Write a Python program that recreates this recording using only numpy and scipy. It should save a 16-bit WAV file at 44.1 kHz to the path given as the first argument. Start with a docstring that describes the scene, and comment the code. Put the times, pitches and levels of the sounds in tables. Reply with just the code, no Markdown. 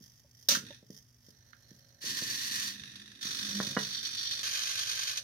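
"""A tin and plastic toy robot ticks over in a wooden cabinet, close to a stereo phone, in a quiet room.
At half a second a switch snaps, the gears burst into a rasp and the feet knock on the shelf.
An idler gear whirs; from 2 s the gearbox grinds through a turn and coasts, from 3.2 s it ratchets
through a step and strains into a lean, and from 4.4 s it works the chest arm. All along, the teeth
ring the shell and throb once per shaft turn; under load the motor whines and drums the feet on the wood."""
import sys
import numpy as np
from scipy import signal
from scipy.fft import rfft, irfft
from scipy.io import wavfile

SR = 44100
rng = np.random.default_rng(int(sys.argv[2]) if len(sys.argv) > 2 else 0)


def inscribe(sig):
    """Save sig as 16-bit PCM at rate SR to the path in sys.argv[1].

    A 1-D sig is mono; a 2-D sig holds one channel per row.
    Samples are clipped to [-1, 1] before scaling.
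    """
    pcm = np.round(np.clip(np.atleast_2d(sig).T, -1, 1) * 32767)
    wavfile.write(sys.argv[1], SR, pcm.astype(np.int16))


N = 230883
T = np.arange(N) / SR
GRIND_DB, RATCHET_DB, FREE_DB = 1, 7, 10  # throb per turn: a loaded mesh grinds, a free one ratchets


def amp(db):
    """Decibels to gain."""
    return 10 ** (np.asarray(db) / 20)


def unit(x):
    """Scale to rms 1."""
    return x / np.sqrt(np.mean(x ** 2))


def unit_energy(h):
    """Scale each channel of a response to energy 1."""
    return h / np.sqrt(np.sum(h ** 2, axis=-1, keepdims=True))


def pan(db):
    """Left and right gains for a level difference."""
    return amp(np.array([[db], [-db]]) / 2)


def decay(t, t60):
    """A fade that loses 60 dB in t60 seconds."""
    return np.exp(-np.log(1000) * t / t60)


def low_cut(x, hz):
    """Roll off the bass."""
    return signal.sosfilt(signal.butter(2, hz, "high", fs=SR, output="sos"), x)


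def ring(x, response):
    """Pass a sound through a mono or stereo impulse response."""
    return signal.fftconvolve(np.atleast_2d(x), np.atleast_2d(response), axes=1)[:, :N]


def colour(points, peaks=(), size=4096):
    """Minimum-phase response of a (Hz, dB) outline with resonances on top."""
    f = np.arange(size // 2 + 1) * SR / size
    hz, db = np.transpose(points)
    db = np.interp(np.log(f + 1), np.log(hz), db)
    for centre, width, lift in peaks:
        db = db + lift / (1 + (2 * (f - centre) / width) ** 2)
    cepstrum = irfft(np.log(amp(db)))
    cepstrum[1:size // 2] *= 2
    cepstrum[size // 2 + 1:] = 0
    return irfft(np.exp(rfft(cepstrum)))[:size // 2]


def tail(t60, wide_hz=500, size=16384):
    """Dense dying reflections, centred in the bass and wide in the treble."""
    mid, side = rng.standard_normal((2, size))
    side = low_cut(side, wide_hz)
    return unit_energy(np.array([mid + side, mid - side]) * decay(np.arange(size) / SR, t60))


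def walk(rate):
    """A random drift with a spread near 1 and `rate` new values a second."""
    knots = rng.standard_normal(2048)
    return np.interp(T * rate, np.arange(len(knots)), knots)


def impulses(rows):
    """A click for each (seconds, dB) row."""
    x = np.zeros(N)
    for s, db in rows:
        x[int(s * SR)] += amp(db)
    return x


def spells(rows):
    """Envelope of spells of work, each with an attack, a sloping hold and a release."""
    gain = 0
    for start, end, db, attack, sag, release in rows:
        rise = np.clip((T - start) / attack, 0, 1)
        hold = amp(db - sag * (np.clip(T, start, end) - start))
        gain = gain + rise * hold * decay(np.maximum(T - end, 0), release)
    return gain


def teeth(turns, per_s, throb_db, scatter_db, wander_db, limp_db=1):
    """Random tooth strikes that throb once per shaft turn; every other turn bites harder."""
    strikes = (rng.random(N) < per_s / SR) * rng.choice([-1, 1], N)
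    size_db = scatter_db * np.clip(rng.standard_normal(N), -2, 2)
    load_db = throb_db * (1 - 2 * (turns % 1))
    load_db = load_db + limp_db * np.cos(np.pi * turns) + wander_db * walk(55)
    return unit(strikes * amp(size_db + load_db))


def shell(force, tone, direct_db=-2, cabinet_db=-6, shell_t60=0.048, cabinet_t60=0.25, contacts=4):
    """Each click lands on one of a few contact points, which ring shell and cabinet in their own way."""
    # The shell's sharp resonances. Each row: centre in Hz, width in Hz, lift in dB.
    resonances = [(1090, 50, 3), (1600, 90, 4), (1805, 60, 6), (2480, 70, 8), (3130, 70, 5), (3590, 100, 5),
                  (4270, 110, 3), (4510, 100, 4), (5650, 110, 3), (5950, 90, 4), (6250, 100, 5)]
    contact, sound = rng.integers(0, contacts, N), 0
    for k in range(contacts):
        space = tail(shell_t60) + amp(cabinet_db) * tail(cabinet_t60)
        space[0, 0] += amp(direct_db)
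        space[1, 18] += amp(direct_db)  # the direct sound reaches the right side 18 samples later
        sound = sound + ring(force * (contact == k), unit_energy(space))
    response = low_cut(colour(tone, resonances), hz=230)  # so small a shell radiates no bass
    return ring(sound, unit_energy(response))


def room(air_db=-68, side_db=-7):
    """A bed of quiet room air and mains hum."""
    # The air's colour and the hum's partials. Each row: frequency in Hz, level in dB.
    air_tone = [(20, -29.5), (60, -0.5), (120, 6), (200, -8.5), (400, -16), (800, -23), (2000, -22.5),
                (8000, -31), (16000, -29.5)]
    partials = [(120, -70), (240, -79.5)]
    air = rng.standard_normal(N) + amp(side_db) * rng.standard_normal((2, N))
    hum = sum(amp(db) * np.sqrt(2) * np.sin(2 * np.pi * hz * T) for hz, db in partials)
    return unit(ring(air, colour(air_tone))) * amp(air_db + walk(3.3)) + hum


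def motor_whine(turns):
    """The motor sings on wavering multiples of the shaft rate."""
    # The whine's partials. Each row: shaft multiple, relative level in dB.
    partials = [(2, -5), (11, -6), (12, -11.5), (13, -17), (14, -16), (15, -17)]
    # Its swells. Each row: start and end in seconds, level in dB, attack in seconds,
    # sag in dB per second, release t60 in seconds.
    swells = [(1.3, 2.7, -67, 1, 3.5, .4), (3.3, 3.7, -60, 0.34, -6, .8), (4.2, 5.24, -64, 0.17, 1, .2)]
    whine = sum(amp(db + 0.49 * walk(5.3)) * np.sin(2 * np.pi * (multiple * turns + rng.random()))
                for multiple, db in partials)
    return np.sqrt(2) * whine * spells(swells)


def drumming_feet(turns, slips_per_turn=4):
    """The motor shakes the feet against the board; a sole sticks and slips, never quite evenly."""
    # Spells of drumming and of sole judder. Each row: start and end in seconds, level in dB,
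    # attack in seconds, sag in dB per second, release t60 in seconds.
    drum_spells = [(.49, .71, -49.5, .03, 38, 0.25), (2.01, 3.24, -53, 0.075, 11, .2),
                   (3.23, 3.72, -58.5, 0.05, -13, 0.16), (3.75, 5.24, -63.5, 0.046, 6.5, .2)]
    judder_spells = [(2.45, 3.08, -58.5, .12, 5, 0.37), (3.42, 3.5, -49.5, 0.022, -20, 0.13),
                     (3.525, 3.6, -38.5, 0.037, 0, 0.14)]
    # The drumming board's colour. Each row: frequency in Hz, level in dB.
    board_tone = [(20, -19.5), (70, -40.5), (100, 6.5), (125, -6.5), (148, 5), (175, -8.5), (205, 0),
                  (250, -1), (330, -7), (500, -17), (1000, -64)]
    shake = teeth(turns, per_s=990, throb_db=-1.5, scatter_db=0.5, wander_db=1.7)
    board = unit(ring(shake, colour(board_tone))) * spells(drum_spells)
    slips = slips_per_turn * turns + 0.21 * walk(25)
    judder = np.sqrt(2) * np.sin(2 * np.pi * slips) * amp(2 * walk(26)) * spells(judder_spells)
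    return board + amp(-2.5) * ring(board, tail(0.18)) + judder


def hollow_body(attack_s=0.0046):
    """The air-filled body answers a soft thumb with a short note."""
    # The body's air modes. Each row: frequency in Hz, level in dB, t60 in seconds.
    modes = [(574, 1, 0.054), (906, -12, 0.063)]
    # The thumb presses and lets go. Each row: time in seconds, level in dB.
    touches = [(.245, -55.5), (.487, -29), (.704, -39)]
    t = np.arange(8192) / SR
    note = sum(amp(db) * np.sin(2 * np.pi * hz * t) * decay(t, t60) for hz, db, t60 in modes)
    return ring(impulses(touches), note * (1 - np.exp(-t / attack_s)))


def shelf_knocks(level_db=-3, thud_db=1, cabinet_db=-5, cabinet_t60=0.21):
    """Feet and body bump the shelf; a soft contact leaves only the low modes of the board."""
    # The bumps. Each row: time in seconds, relative level in dB, softness cut-off in Hz.
    bumps = [(.008, -22.5, 310), (0.521, -15.5, 444), (0.571, -12, 400), (0.596, -21, 300),
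             (0.637, -18.5, 362), (0.828, -26, 587), (0.902, -14, 425), (1.285, -26, 497),
             (1.714, -21, 374), (2.041, -18.5, 513), (2.221, -15, 583), (2.811, 3.5, 75),
             (3.252, -14.5, 305), (3.602, -4.5, 1700), (3.671, -11.5, 281), (3.767, -5.5, 2370),
             (3.7711, 1, 1860)]
    # The board's modes. Each row: frequency in Hz, relative level in dB, t60 in seconds.
    modes = [(140.6, -2, 0.59), (200.4, -5.5, 0.35), (251.6, -18.5, 0.12), (433, 0.5, 0.17),
             (470, -3.5, 0.095), (582, -10.5, 0.25), (768, -15, .12), (1004, 0, 0.077), (1073, 1.5, 0.12),
             (1264, -19, 0.14), (1340, -10, 0.15), (1620, -8.5, .16), (1770, -5, .16), (1906, 1.5, 0.11),
             (2908, 10, 0.12)]
    # The dull thud of a contact. Each row: frequency in Hz, level in dB.
    thud_tone = [(25, -23.5), (60, -10), (100, -5), (160, 9), (400, 0.5), (900, -5), (1800, 1), (2500, -14),
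                 (8000, -35.5)]
    force = 0
    for s, db, hz in bumps:
        softness = signal.butter(4, hz, fs=SR, output="sos")
        force = force + signal.sosfilt(softness, impulses([(s, db)]) + 1e-18)
    force = low_cut(force, hz=95)  # the deepest bass of each bump is rolled off
    t = np.arange(16384) / SR
    wood = sum(amp(db) * np.cos(2 * np.pi * hz * t) * decay(t, t60) for hz, db, t60 in modes)
    thud = amp(thud_db) * ring(force, unit_energy(colour(thud_tone)))
    board = ring(force, unit_energy(wood)) + thud
    return amp(level_db) * (board + amp(cabinet_db) * ring(board, tail(cabinet_t60)))


def idling_gears(turns, idle_db=-70, end_s=2.02, rub_attack_s=0.021, rub_release_s=0.13):
    """Light ticking until the turn begins, louder where a wheel rubs or a tooth catches."""
    # A wheel rubs. Each row: start and end in seconds, level in dB.
    rubs = [(0, 0.066, -58.5), (0.093, .19, -69.5), (.36, 0.49, -66.5), (.9, 0.976, -60),
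            (1.212, 1.304, -70.5), (1.676, 1.773, -67.5)]
    # Single teeth catch and let go. Each row: time in seconds, level in dB.
    catches = [(.349, -36), (.427, -31), (.905, -30), (.9765, -28), (1.683, -42), (1.794, -33.5),
               (1.891, -38)]
    # The ticking's colour. Each row: frequency in Hz, level in dB.
    tone = [(500, -10), (1000, -18.5), (1400, -18), (1850, -4.5), (2400, -27.5), (3200, -8), (4200, -13),
            (5000, 3.5), (5900, 3), (6600, -4), (7600, -17.5), (10000, -11.5), (14000, -5), (16000, -14.5)]
    rubbing = spells((start, end, db, rub_attack_s, 0, rub_release_s) for start, end, db in rubs)
    level = amp(idle_db) * (T < end_s) + rubbing
    ticks = teeth(turns, per_s=1200, throb_db=RATCHET_DB, scatter_db=3, wander_db=1.4) * level
    return pan(-3) * shell(ticks + impulses(catches), tone, shell_t60=0.0081, cabinet_db=-5)


def idler_whir(turns):
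    """An idler gear whirs faintly on the right flank."""
    # Its run. Each row: start and end in seconds, level in dB, attack in seconds,
    # sag in dB per second, release t60 in seconds.
    run = [(1.15, 2.01, -69.5, 0.29, 2, .1)]
    # Its colour. Each row: frequency in Hz, level in dB.
    tone = [(500, -2.5), (1100, -14), (1550, -7), (1900, -2.5), (2400, -19), (3600, -9), (4000, -3),
            (4250, 3), (4600, -9), (5300, -14), (5900, 1), (6500, -17), (7600, -22), (16000, -17)]
    whir = teeth(turns, per_s=1200, throb_db=RATCHET_DB, scatter_db=4, wander_db=1) * spells(run)
    return pan(-9) * shell(whir, tone)


def loose_joint():
    """A loose joint clacks against the shell on the right flank."""
    # The clacks. Each row: time in seconds, level in dB.
    clacks = [(.552, -7), (.559, -18.5), (1.532, -28)]
    # Their colour. Each row: frequency in Hz, level in dB.
    tone = [(500, -34), (1100, -10.5), (1400, 7), (1900, -1), (2500, -12), (4200, -10), (7000, -42),
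            (16000, -37)]
    return pan(-9) * shell(impulses(clacks), tone)


def switch_snap():
    """The switch snaps over and its spring bounces."""
    # Snap and bounces. Each row: time in seconds, level in dB.
    clicks = [(.4865, 0), (.4878, 4.5), (.4915, -5.5), (.5065, -4), (.516, -20.5)]
    # Their bright colour. Each row: frequency in Hz, level in dB.
    tone = [(400, -8), (800, -39), (1800, -5), (2300, -24), (3400, 0.5), (4800, 7.5), (6300, -3),
            (7600, -12), (10000, -9), (14000, -1), (16000, -18)]
    return shell(impulses(clicks), tone, shell_t60=0.04, cabinet_t60=0.13)


def snagging(width_s=0.016):
    """Gain of the loaded gears: a dip just before each snagged tooth gives way, a surge just after."""
    # The snags. Each row: time in seconds, depth in dB.
    snags = [(2.159, 2), (3.787, 3), (3.915, 1), (4.026, 4.5), (4.304, 3.5), (4.527, 1), (4.75, 0),
             (4.868, 3), (4.975, 0), (5.073, 2.5), (5.167, 4.5)]
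    lags = [((T - s) / width_s, db) for s, db in snags]
    return amp(sum(db * lag * np.exp((1 - lag ** 2) / 2) for lag, db in lags))


def gear_trains(turns):
    """The gear trains take the load in turn and ring the shell, each with its own throb and colour."""
    # When the gears start up, turn the robot, coast, step, strain into the lean and work the arm.
    # Each row: start and end in seconds, level in dB, attack in seconds, sag in dB per second,
    # release t60 in seconds.
    start_spells = [(.486, .56, -28, .002, 32, 0.11)]
    turn_spells = [(2.003, 2.68, -36, 0.056, -1.1, 0.23)]
    coast_spells = [(.6, .73, -53.5, 0.059, 4.1, 0.23), (2.69, 3.21, -47, 0.024, 16.5, .1)]
    step_spells = [(3.201, 3.69, -36.5, 0.023, 0.89, 0.56), (3.73, 4.41, -40.5, .05, 0, .15)]
    strain_spells = [(3.78, 4.39, -37.5, 0.19, -1.6, 0.14)]
    arm_spells = [(4.426, 5.186, -33.5, 0.0077, 2.84, 0.043)]
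    # The colour of each move. Each row: frequency in Hz, level in dB.
    start_tone = [(240, -47), (400, -36), (553, -12), (752, -34), (947, -19), (1050, -19.5), (1780, -18),
                  (2490, -19), (2610, -16), (6090, -8.5), (7790, -23), (14600, -23), (15800, -30)]
    turn_tone = [(300, -23), (500, -23), (780, -31), (1150, -13), (1400, -19), (1880, -3), (2180, -14),
                 (3000, -7.5), (4000, -3), (5100, -5.5), (6000, -3), (7400, -16.5), (12000, -17),
                 (16000, -22)]
    coast_tone = [(300, -18.5), (800, -17.5), (1300, -10), (1850, 1.5), (2200, -10.5), (2600, -2),
                  (3100, -5.5), (3750, 6), (4400, -2), (5200, -2), (6000, -1), (7400, -19), (10000, -14),
                  (16000, -27.5)]
    step_tone = [(300, -13.5), (550, -24.5), (780, -29), (1200, -12.5), (1850, -6), (2200, -11.5),
                 (3000, -8.5), (3600, -2), (4400, 0), (5100, -2.5), (5900, 0.5), (7400, -17),
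                 (11000, -16.5), (16000, -24)]
    strain_tone = [(500, -39), (1900, -16.5), (2800, -13.5), (3500, 3.5), (3900, -2), (4250, 5), (4600, 5),
                   (5100, -10), (5650, 3.5), (6500, -19.5), (16000, -44)]
    arm_tone = [(300, -25.5), (550, -21), (880, -23.5), (1200, -11.5), (1680, -4.5), (2080, -9.5),
                (2450, -6), (3150, -3.5), (4500, 0.5), (5200, -2), (6250, -1), (7400, -16.5), (12000, -14),
                (16000, -31)]
    start = teeth(turns, per_s=3000, throb_db=GRIND_DB, scatter_db=2, wander_db=5.5)
    turn = teeth(turns, per_s=1700, throb_db=GRIND_DB, scatter_db=1, wander_db=0.8)
    coast = teeth(turns, per_s=2000, throb_db=FREE_DB, scatter_db=6.5, wander_db=1.1)
    step = teeth(turns, per_s=3000, throb_db=RATCHET_DB, scatter_db=0.5, wander_db=1)
    strain = teeth(turns, per_s=2200, throb_db=4, scatter_db=0, wander_db=3.7)
    arm = teeth(turns, per_s=1800, throb_db=4.5, scatter_db=-0.5, wander_db=1.3)
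    load = snagging()
    return (shell(start * spells(start_spells), start_tone)
            + shell(turn * spells(turn_spells) * load, turn_tone)
            + shell(coast * spells(coast_spells), coast_tone, shell_t60=0.018, cabinet_db=0.5)
            + shell(step * spells(step_spells) * load, step_tone)
            + shell(strain * spells(strain_spells) * load, strain_tone)
            + shell(arm * spells(arm_spells) * load, arm_tone))


def scene():
    """One shaft paces gears, whine and drumming; each microphone hears the toy in its own colour."""
    # The shaft's speed. Each row: time in seconds, turns per second.
    shaft_speed = [(0, 51.6), (1, 50), (2, 50), (2.35, 48.3), (2.7, 50), (3.05, 50), (3.15, 54.3),
                   (3.25, 50), (3.7, 50), (4.2, 49.7), (4.9, 50)]
    # The stereo balance. Each row: frequency in Hz, left minus right in dB.
    balance = [(100, -0.5), (300, -2.5), (600, -1), (1000, 0), (1500, -6.5), (2100, -5.5), (2600, 1.5),
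               (3800, -5), (4800, 0.5), (6100, -7.5), (7200, 1.5), (8500, 10.5), (12000, -2.5), (15000, 5)]
    turns = np.cumsum(np.interp(T, *np.transpose(shaft_speed))) / SR
    toy = motor_whine(turns) + drumming_feet(turns) + hollow_body() + shelf_knocks()
    toy += idling_gears(turns) + idler_whir(turns) + loose_joint() + switch_snap() + gear_trains(turns)
    microphones = [colour([(hz, side * db / 2) for hz, db in balance]) for side in (1, -1)]
    return room() + ring(toy, np.array(microphones))


def record(dry, top_hz=15800):
    """The phone cuts the top treble steeply."""
    return signal.sosfilt(signal.ellip(10, .2, 80, top_hz, fs=SR, output="sos"), dry)


dry = scene()
out = record(dry)
inscribe(out)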